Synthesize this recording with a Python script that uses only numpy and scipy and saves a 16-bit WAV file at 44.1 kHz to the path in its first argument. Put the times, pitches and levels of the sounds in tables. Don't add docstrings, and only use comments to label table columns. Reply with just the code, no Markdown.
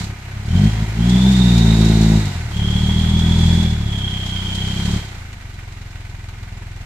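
import sys
import numpy as np
from scipy import signal
from scipy.fft import rfft, irfft, next_fast_len
from scipy.io import wavfile
from scipy.ndimage import uniform_filter1d, map_coordinates

SR = 44100
rng = np.random.default_rng(int(sys.argv[2]) if len(sys.argv) > 2 else 0)


def unload_audio(sound):
    columns = np.transpose(np.atleast_2d(sound))
    steps = np.round(np.clip(columns, -1, 1) * 32767)
    wavfile.write(sys.argv[1], SR, steps.astype(np.int16))


N = 302085

# time_s [s], firing_rate_hz [firings/s]
SPEED = [(0.0, 34.29), (0.339, 32.61), (0.45, 35.64), (0.654, 53.78), (0.924, 53.65), (1.08, 60.37),
         (1.288, 65.03), (1.684, 55.08), (2.15, 54.51), (2.279, 49.46), (2.429, 38.37), (2.587, 35.62),
         (2.948, 39.56), (3.581, 41.92), (3.854, 35.39), (4.096, 31.96), (4.393, 30.83), (4.709, 32.33),
         (4.947, 36.75), (5.193, 28.35), (5.487, 22.28), (6.05, 21.07)]
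# freq_hz [Hz], relative_level_db [dB]
PIPE_IDLE = [(12, -24), (22, 5), (42, 10), (63, 1.5), (85, 9.5), (108, 7.5), (130, -1.5), (165, -17),
             (240, -31.5), (400, -33), (800, -67)]
PIPE_LUG = [(15, -13), (36, -5), (62, -5), (86, 2), (115, -1), (140, -7.5), (175, 3), (202, -1),
            (250, -17.5), (300, -22), (370, -21), (480, -50), (1000, -52), (1600, -71)]
PIPE_RACE = [(20, -41), (55, -4), (95, -5), (132, -1.5), (165, 1.5), (198, 6), (225, -1.5), (272, -14.5),
             (335, -13.5), (400, -18.5), (490, -32.5), (700, -26.5), (1050, -49.5), (1700, -61)]
# idle_hz, lug_from_hz, lug_to_hz, race_hz [firings/s]
PIPE_SPEEDS_HZ = [23.493, 32.3, 40.5, 56.4]
CYLINDERS_DB = [0.018, -0.23, 0.023, 0.11]
# freq_hz [Hz], relative_density_db [dB per Hz]
RASP = [(300, -12), (450, -3), (530, -4.5), (600, -2.5), (700, 2), (950, 3), (1150, -10), (1800, -12.5),
        (4000, -56)]
CLATTER = [(300, -13), (700, -8.5), (1200, -1.5), (1700, 1), (2300, 1), (2850, -3), (3500, -7.5),
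           (4300, -16), (6000, -14), (10000, -21.5)]
HISS = [(1200, -15), (2800, -2.5), (4000, 4.5), (4700, 0.5), (5700, -2), (7200, -1.5), (8200, -7.5),
        (9000, -10.5), (9900, -16), (12500, -17.5), (14300, -23)]
BLARE = [(180, -21.5), (255, -6.5), (320, 0), (385, 0), (460, -12.5), (560, -14.5), (900, -56)]
RUMBLE = [(15, -35), (35, -26), (90, 8), (200, 4.5), (260, -3.5), (500, -76)]
# freq_hz [Hz], correlation [-1 to 1]
ALIKE = [(150, 1), (350, 0.91), (600, 0.48), (1000, 0.42), (2000, 0.19), (5000, 0.11), (12000, -0.043)]
# freq_hz [Hz], left_minus_right_db [dB]
BALANCE = [(100, 0.52), (430, 0.2), (650, -2), (1000, 0), (1350, -3.5), (2400, -2), (2900, -1), (4100, -5),
           (5800, -2), (7000, -2.5), (7900, -6.5), (8600, 6.5), (9600, -1.5), (14000, .3)]
# freq_hz [Hz], width_hz [Hz], lift_db [dB]
BLOCK = [(704, 70, 10.5), (990, 90, 1), (1238, 33, 4), (1498, 54, 6.5), (1940, 51, 5.5), (2127, 49, 6.5),
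         (2353, 61, 4), (2850, 25, 6.5)]
# time_s [s], load_db [dB re full load]
LOAD = [(0.05, -11), (0.24, -14.5), (0.49, -7), (0.57, 2.5), (0.68, 0.5), (0.98, -2.5), (1.43, -0.5),
        (1.57, 2), (2.17, 0), (2.43, -7.5), (2.62, -3.5), (3.25, -0.5), (3.5, 1.5), (3.8, -5), (4.2, -10),
        (4.76, -8.5), (4.94, -3.5), (5.04, -10), (5.36, -17.5), (6.85, -16)]
# time_s [s], flow_db [dB re full flow]
FLOW = [(0.0, -1.5), (0.05, -8.5), (0.14, -17.5), (0.47, -15), (0.58, -5.5), (0.93, -12), (1.14, -2.5),
        (1.5, -0.5), (2.13, -1.5), (2.48, -11.5), (2.82, -5), (3.1, -6), (3.56, -2), (3.78, -11.5),
        (4.4, -7.5), (4.94, -3), (5.09, -14), (5.35, -19.5), (6.85, -21)]
# start_s [s], end_s [s], stumble_db [dB of load lost as fuel is cut]
LIFTS = [(0.12, 0.453, -1.5), (0.694, 0.81, 6), (0.849, 0.968, 8), (2.19, 2.55, 0.5), (4.994, 5.42, 3)]
# full_db [dB at full load, flow and speed], per_load [dB/dB],
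# per_flow [dB/dB], per_octave_db [dB per doubling of speed], lifted_db [dB with the pedal lifted]
THUMP_LAW = (-14.5, 1, 0, 0, -3.5)
BARK_LAW = (-10, 0.93, 0.87, 8.5, -14)
BLARE_LAW = (-31.5, .5, 0.51, 3.5, -3)
RASP_LAW = (-36, 0.33, 0.46, 2, -.5)
CLATTER_LAW = (-35, 0.09, 0.33, 2.04, 0.5)
HISS_LAW = (-32.5, 0, 1, 0, -.5)
# start_s [s], end_s [s], swell_s [s], lift_db [dB]
LABOUR = (1.69, 2.23, 0.18, 5.4)
# [s, time constant]
WHISTLES = [(0.47, 0.11, 0.55, 0.9, -34, 3090, 3300, .25), (0.94, 0.27, 1.54, 2.44, -28, 3020, 3793, .28),
            (2.5, 0.13, 3.603, 3.88, -29, 3183, 3470, .75),
            (3.78, 0.21, 4.68, 5.15, -29.5, 3380, 3182, .28)]

TOP_HZ = 14300
LEFT_LAG_S = .00008
FULL_SPEED_HZ = 51.4
PEDAL_S, STUMBLE_DELAY_S, STUMBLE_S = 0.038, 0.014, 0.015
BARK_TOP_DB, BARK_TOP_DB_PER_OCTAVE = -17.5, 8
HUNT_DB, HUNT_LIFTED_DB, HUNT_KNOTS_HZ = .4, 1.3, 22
CLEAR_LUG, CLEAR_RACE, CLEAR_LABOUR = 0.22, 0.43, .42


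def amp(db):
    return 10 ** (np.asarray(db) / 20)


def unit(x):
    return x / np.sqrt(np.mean(x ** 2) + 1e-20)


def along(points, hz):
    f, v = np.transpose(points)
    return np.interp(np.log(hz + 1), np.log(f + 1), v)


def curve(rows):
    s, v = np.transpose(rows)
    return np.interp(np.arange(N) / SR, s, v)


def wobble(knots_hz):
    knots = rng.standard_normal(int(N * knots_hz / SR) + 4)
    return map_coordinates(knots, [np.arange(N) * knots_hz / SR])


def filtered(x, response):
    m = next_fast_len(N + SR // 2)
    return irfft(rfft(x, m) * response(np.fft.rfftfreq(m, 1 / SR)), m)[..., :N]


def below(x, edge_hz, order=24):
    return filtered(x, lambda hz: 1 / (1 + (hz / edge_hz) ** order))


def steady(x, size=4096):
    power = uniform_filter1d(uniform_filter1d(x ** 2, size), size)
    return x / np.sqrt(np.abs(power) + 1e-20)


def ringing(spectrum, size=16384):
    log_gain = np.log(amp(along(spectrum, np.fft.rfftfreq(size, 1 / SR))))
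    cepstrum = irfft(log_gain)
    cepstrum[1:size // 2] *= 2
    cepstrum[size // 2 + 1:] = 0
    return irfft(np.exp(rfft(cepstrum)))[:size // 2]


def rush(spectrum, modes=()):
    def colour(hz):
        lift_db = sum(db / (1 + (2 * (hz - f) / width_hz) ** 2) for f, width_hz, db in modes)
        return amp(along(spectrum, hz) + lift_db)

    def mid_side(hz):
        angle = np.arccos(np.clip(along(ALIKE, hz), -1, 1)) / 2
        return colour(hz) * [np.cos(angle), np.sin(angle)]

    mid, side = filtered(rng.standard_normal((2, N)), mid_side)
    return np.array([mid + side, mid - side]) / np.std(mid)


def held(start_s, end_s, ramp_s):
    t = np.arange(N) / SR
    return np.clip(np.minimum(t - start_s, end_s - t) / ramp_s + .5, 0, 1)


def lifted():
    return sum(held(start_s, end_s, PEDAL_S) for start_s, end_s, _ in LIFTS)


def hunting():
    return (HUNT_DB + HUNT_LIFTED_DB * lifted()) * wobble(HUNT_KNOTS_HZ)


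def level(law):
    full_db, per_load, per_flow, per_octave_db, lifted_db = law
    t = np.arange(N) / SR
    stumble_db = 0
    for start_s, _, db in LIFTS:
        stumble_db = stumble_db + db * np.exp(-((t - start_s - STUMBLE_DELAY_S) / STUMBLE_S) ** 2)
    load_db = per_load * (curve(LOAD) - stumble_db)
    flow_db = per_flow * curve(FLOW)
    speed_db = per_octave_db * np.log2(curve(SPEED) / FULL_SPEED_HZ)
    return full_db + load_db + flow_db + speed_db + lifted_db * lifted()


def firings(speed_hz, jitter_s, scatter_db):
    at = np.flatnonzero(np.diff(np.floor(np.cumsum(speed_hz) / SR + .75)))
    size_chance, time_chance = rng.standard_normal((len(at), 2)).T
    size_db = np.resize(CYLINDERS_DB, len(at)) + scatter_db * size_chance
    at = np.clip(at + np.round(jitter_s * SR * time_chance).astype(int), 0, N - 1)
    return np.bincount(at, amp(size_db), N)


def puffs(fire, delay_s, rise_s, fall_s, share, scatter_db):
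    t = np.maximum(np.arange(SR // 8) / SR - delay_s, 0)
    shape = (1 - np.exp(-t / rise_s)) * np.exp(-t / fall_s)
    scattered = fire * amp(scatter_db * rng.standard_normal(N))
    power = signal.fftconvolve(scattered ** 2, shape ** 2)[:N]
    pulsed = steady(np.sqrt(np.abs(power)), size=8192)
    share = np.clip(share, 0, 1)
    return np.sqrt(1 - share + share * pulsed ** 2)


def exhaust(fire, speed_hz):
    start_s, end_s, swell_s, labour_db = LABOUR
    labour = held(start_s, end_s, swell_s)
    idle = np.interp(speed_hz, PIPE_SPEEDS_HZ[:2], [1, 0])
    race = np.interp(speed_hz, PIPE_SPEEDS_HZ[2:], [0, 1])
    states = [(idle, PIPE_IDLE), (1 - idle - race, PIPE_LUG), (race, PIPE_RACE)]
    pipe = sum(signal.fftconvolve(fire * weight, ringing(spectrum))[:N] for weight, spectrum in states)
    thump, body = below(pipe, 145), below(pipe, 255)

    thump_db = level(THUMP_LAW) + hunting()
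    octaves = np.log2(speed_hz / PIPE_SPEEDS_HZ[2])
    bark_db = np.minimum(level(BARK_LAW), BARK_TOP_DB + BARK_TOP_DB_PER_OCTAVE * octaves) + hunting()
    pulses = amp(thump_db) * steady(thump) + amp(bark_db) * steady(body - thump)

    clear = np.clip(CLEAR_LUG * (1 - race) + CLEAR_RACE * race + CLEAR_LABOUR * labour, 0, 1)
    chuff = rush(BLARE) * puffs(fire, delay_s=.001, rise_s=.002, fall_s=.014, share=.45, scatter_db=1)
    mix = np.sqrt(clear) * steady(pipe - body) + np.sqrt(1 - clear) * chuff
    blare = amp(level(BLARE_LAW) + labour_db * labour) * mix

    rumble = amp(thump_db - 13.5 - 4.5 * race + 3.2 * lifted()) * rush(RUMBLE)
    return pulses + blare + rumble


def gas(fire):
    rasp_puffs = puffs(fire, delay_s=.003, rise_s=.0022, fall_s=.015, share=.4, scatter_db=2)
    hiss_puffs = puffs(fire, delay_s=.0028, rise_s=.0024, fall_s=.013, share=.23, scatter_db=9)
    rasp = amp(level(RASP_LAW)) * rush(RASP) * rasp_puffs
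    hiss = amp(level(HISS_LAW)) * rush(HISS) * hiss_puffs
    return rasp + hiss


def clatter(fire, speed_hz):
    distinct = np.interp(speed_hz, [22, 45], [.42, .3])
    knock = puffs(fire, delay_s=.005, rise_s=.002, fall_s=.02, share=distinct, scatter_db=1.2)
    ticking = unit(amp(1.34 * wobble(330)))
    return amp(level(CLATTER_LAW)) * rush(CLATTER, BLOCK) * knock * ticking


def whistle(fire, width_hz, skirt_hz):
    def band(hz):
        return 1 / np.sqrt((1 + (hz / width_hz) ** 2) * (1 + (hz / skirt_hz) ** 4))

    t = np.arange(N) / SR
    in_phase, quadrature = filtered(rng.standard_normal((2, 2, N)), band)
    tone = np.zeros((2, N))
    for start_s, attack_s, fade_s, end_s, level_db, first_hz, settled_hz, glide_s in WHISTLES:
        glide = np.exp(-np.maximum(t - start_s, 0) / glide_s)
        pitch_hz = settled_hz + (first_hz - settled_hz) * glide
        phase = 2 * np.pi * np.cumsum(pitch_hz) / SR
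        attack, fade = (t - start_s) / attack_s, (end_s - t) / (end_s - fade_s)
        envelope = np.clip(np.minimum(attack, fade), 0, 1)
        carrier = unit(in_phase * np.cos(phase) + quadrature * np.sin(phase))
        tone += amp(level_db) * envelope * carrier
    return tone * puffs(fire, delay_s=.006, rise_s=.008, fall_s=.011, share=.45, scatter_db=1.2)


def placed(x):
    sides = np.array([[.5], [-.5]])

    def response(hz):
        delay = np.exp(-2j * np.pi * hz * sides * LEFT_LAG_S)
        return amp(sides * along(BALANCE, hz)) * delay

    return filtered(x, response)


def scene():
    speed_hz = curve(SPEED)
    fire = firings(speed_hz, jitter_s=.00006, scatter_db=1.14)
    truck = exhaust(fire, speed_hz) + gas(fire) + clatter(fire, speed_hz)
    truck = truck + whistle(fire, width_hz=54, skirt_hz=288)
    return placed(truck)


def record(dry, low_cut_hz=20, ceiling=0.97, order=8):
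    x = signal.sosfilt(signal.butter(2, low_cut_hz, "high", fs=SR, output="sos"), dry)
    x = x / (1 + np.abs(x / ceiling) ** order) ** (1 / order)
    return filtered(x, lambda hz: hz < TOP_HZ)


dry = scene()
out = record(dry)
unload_audio(out)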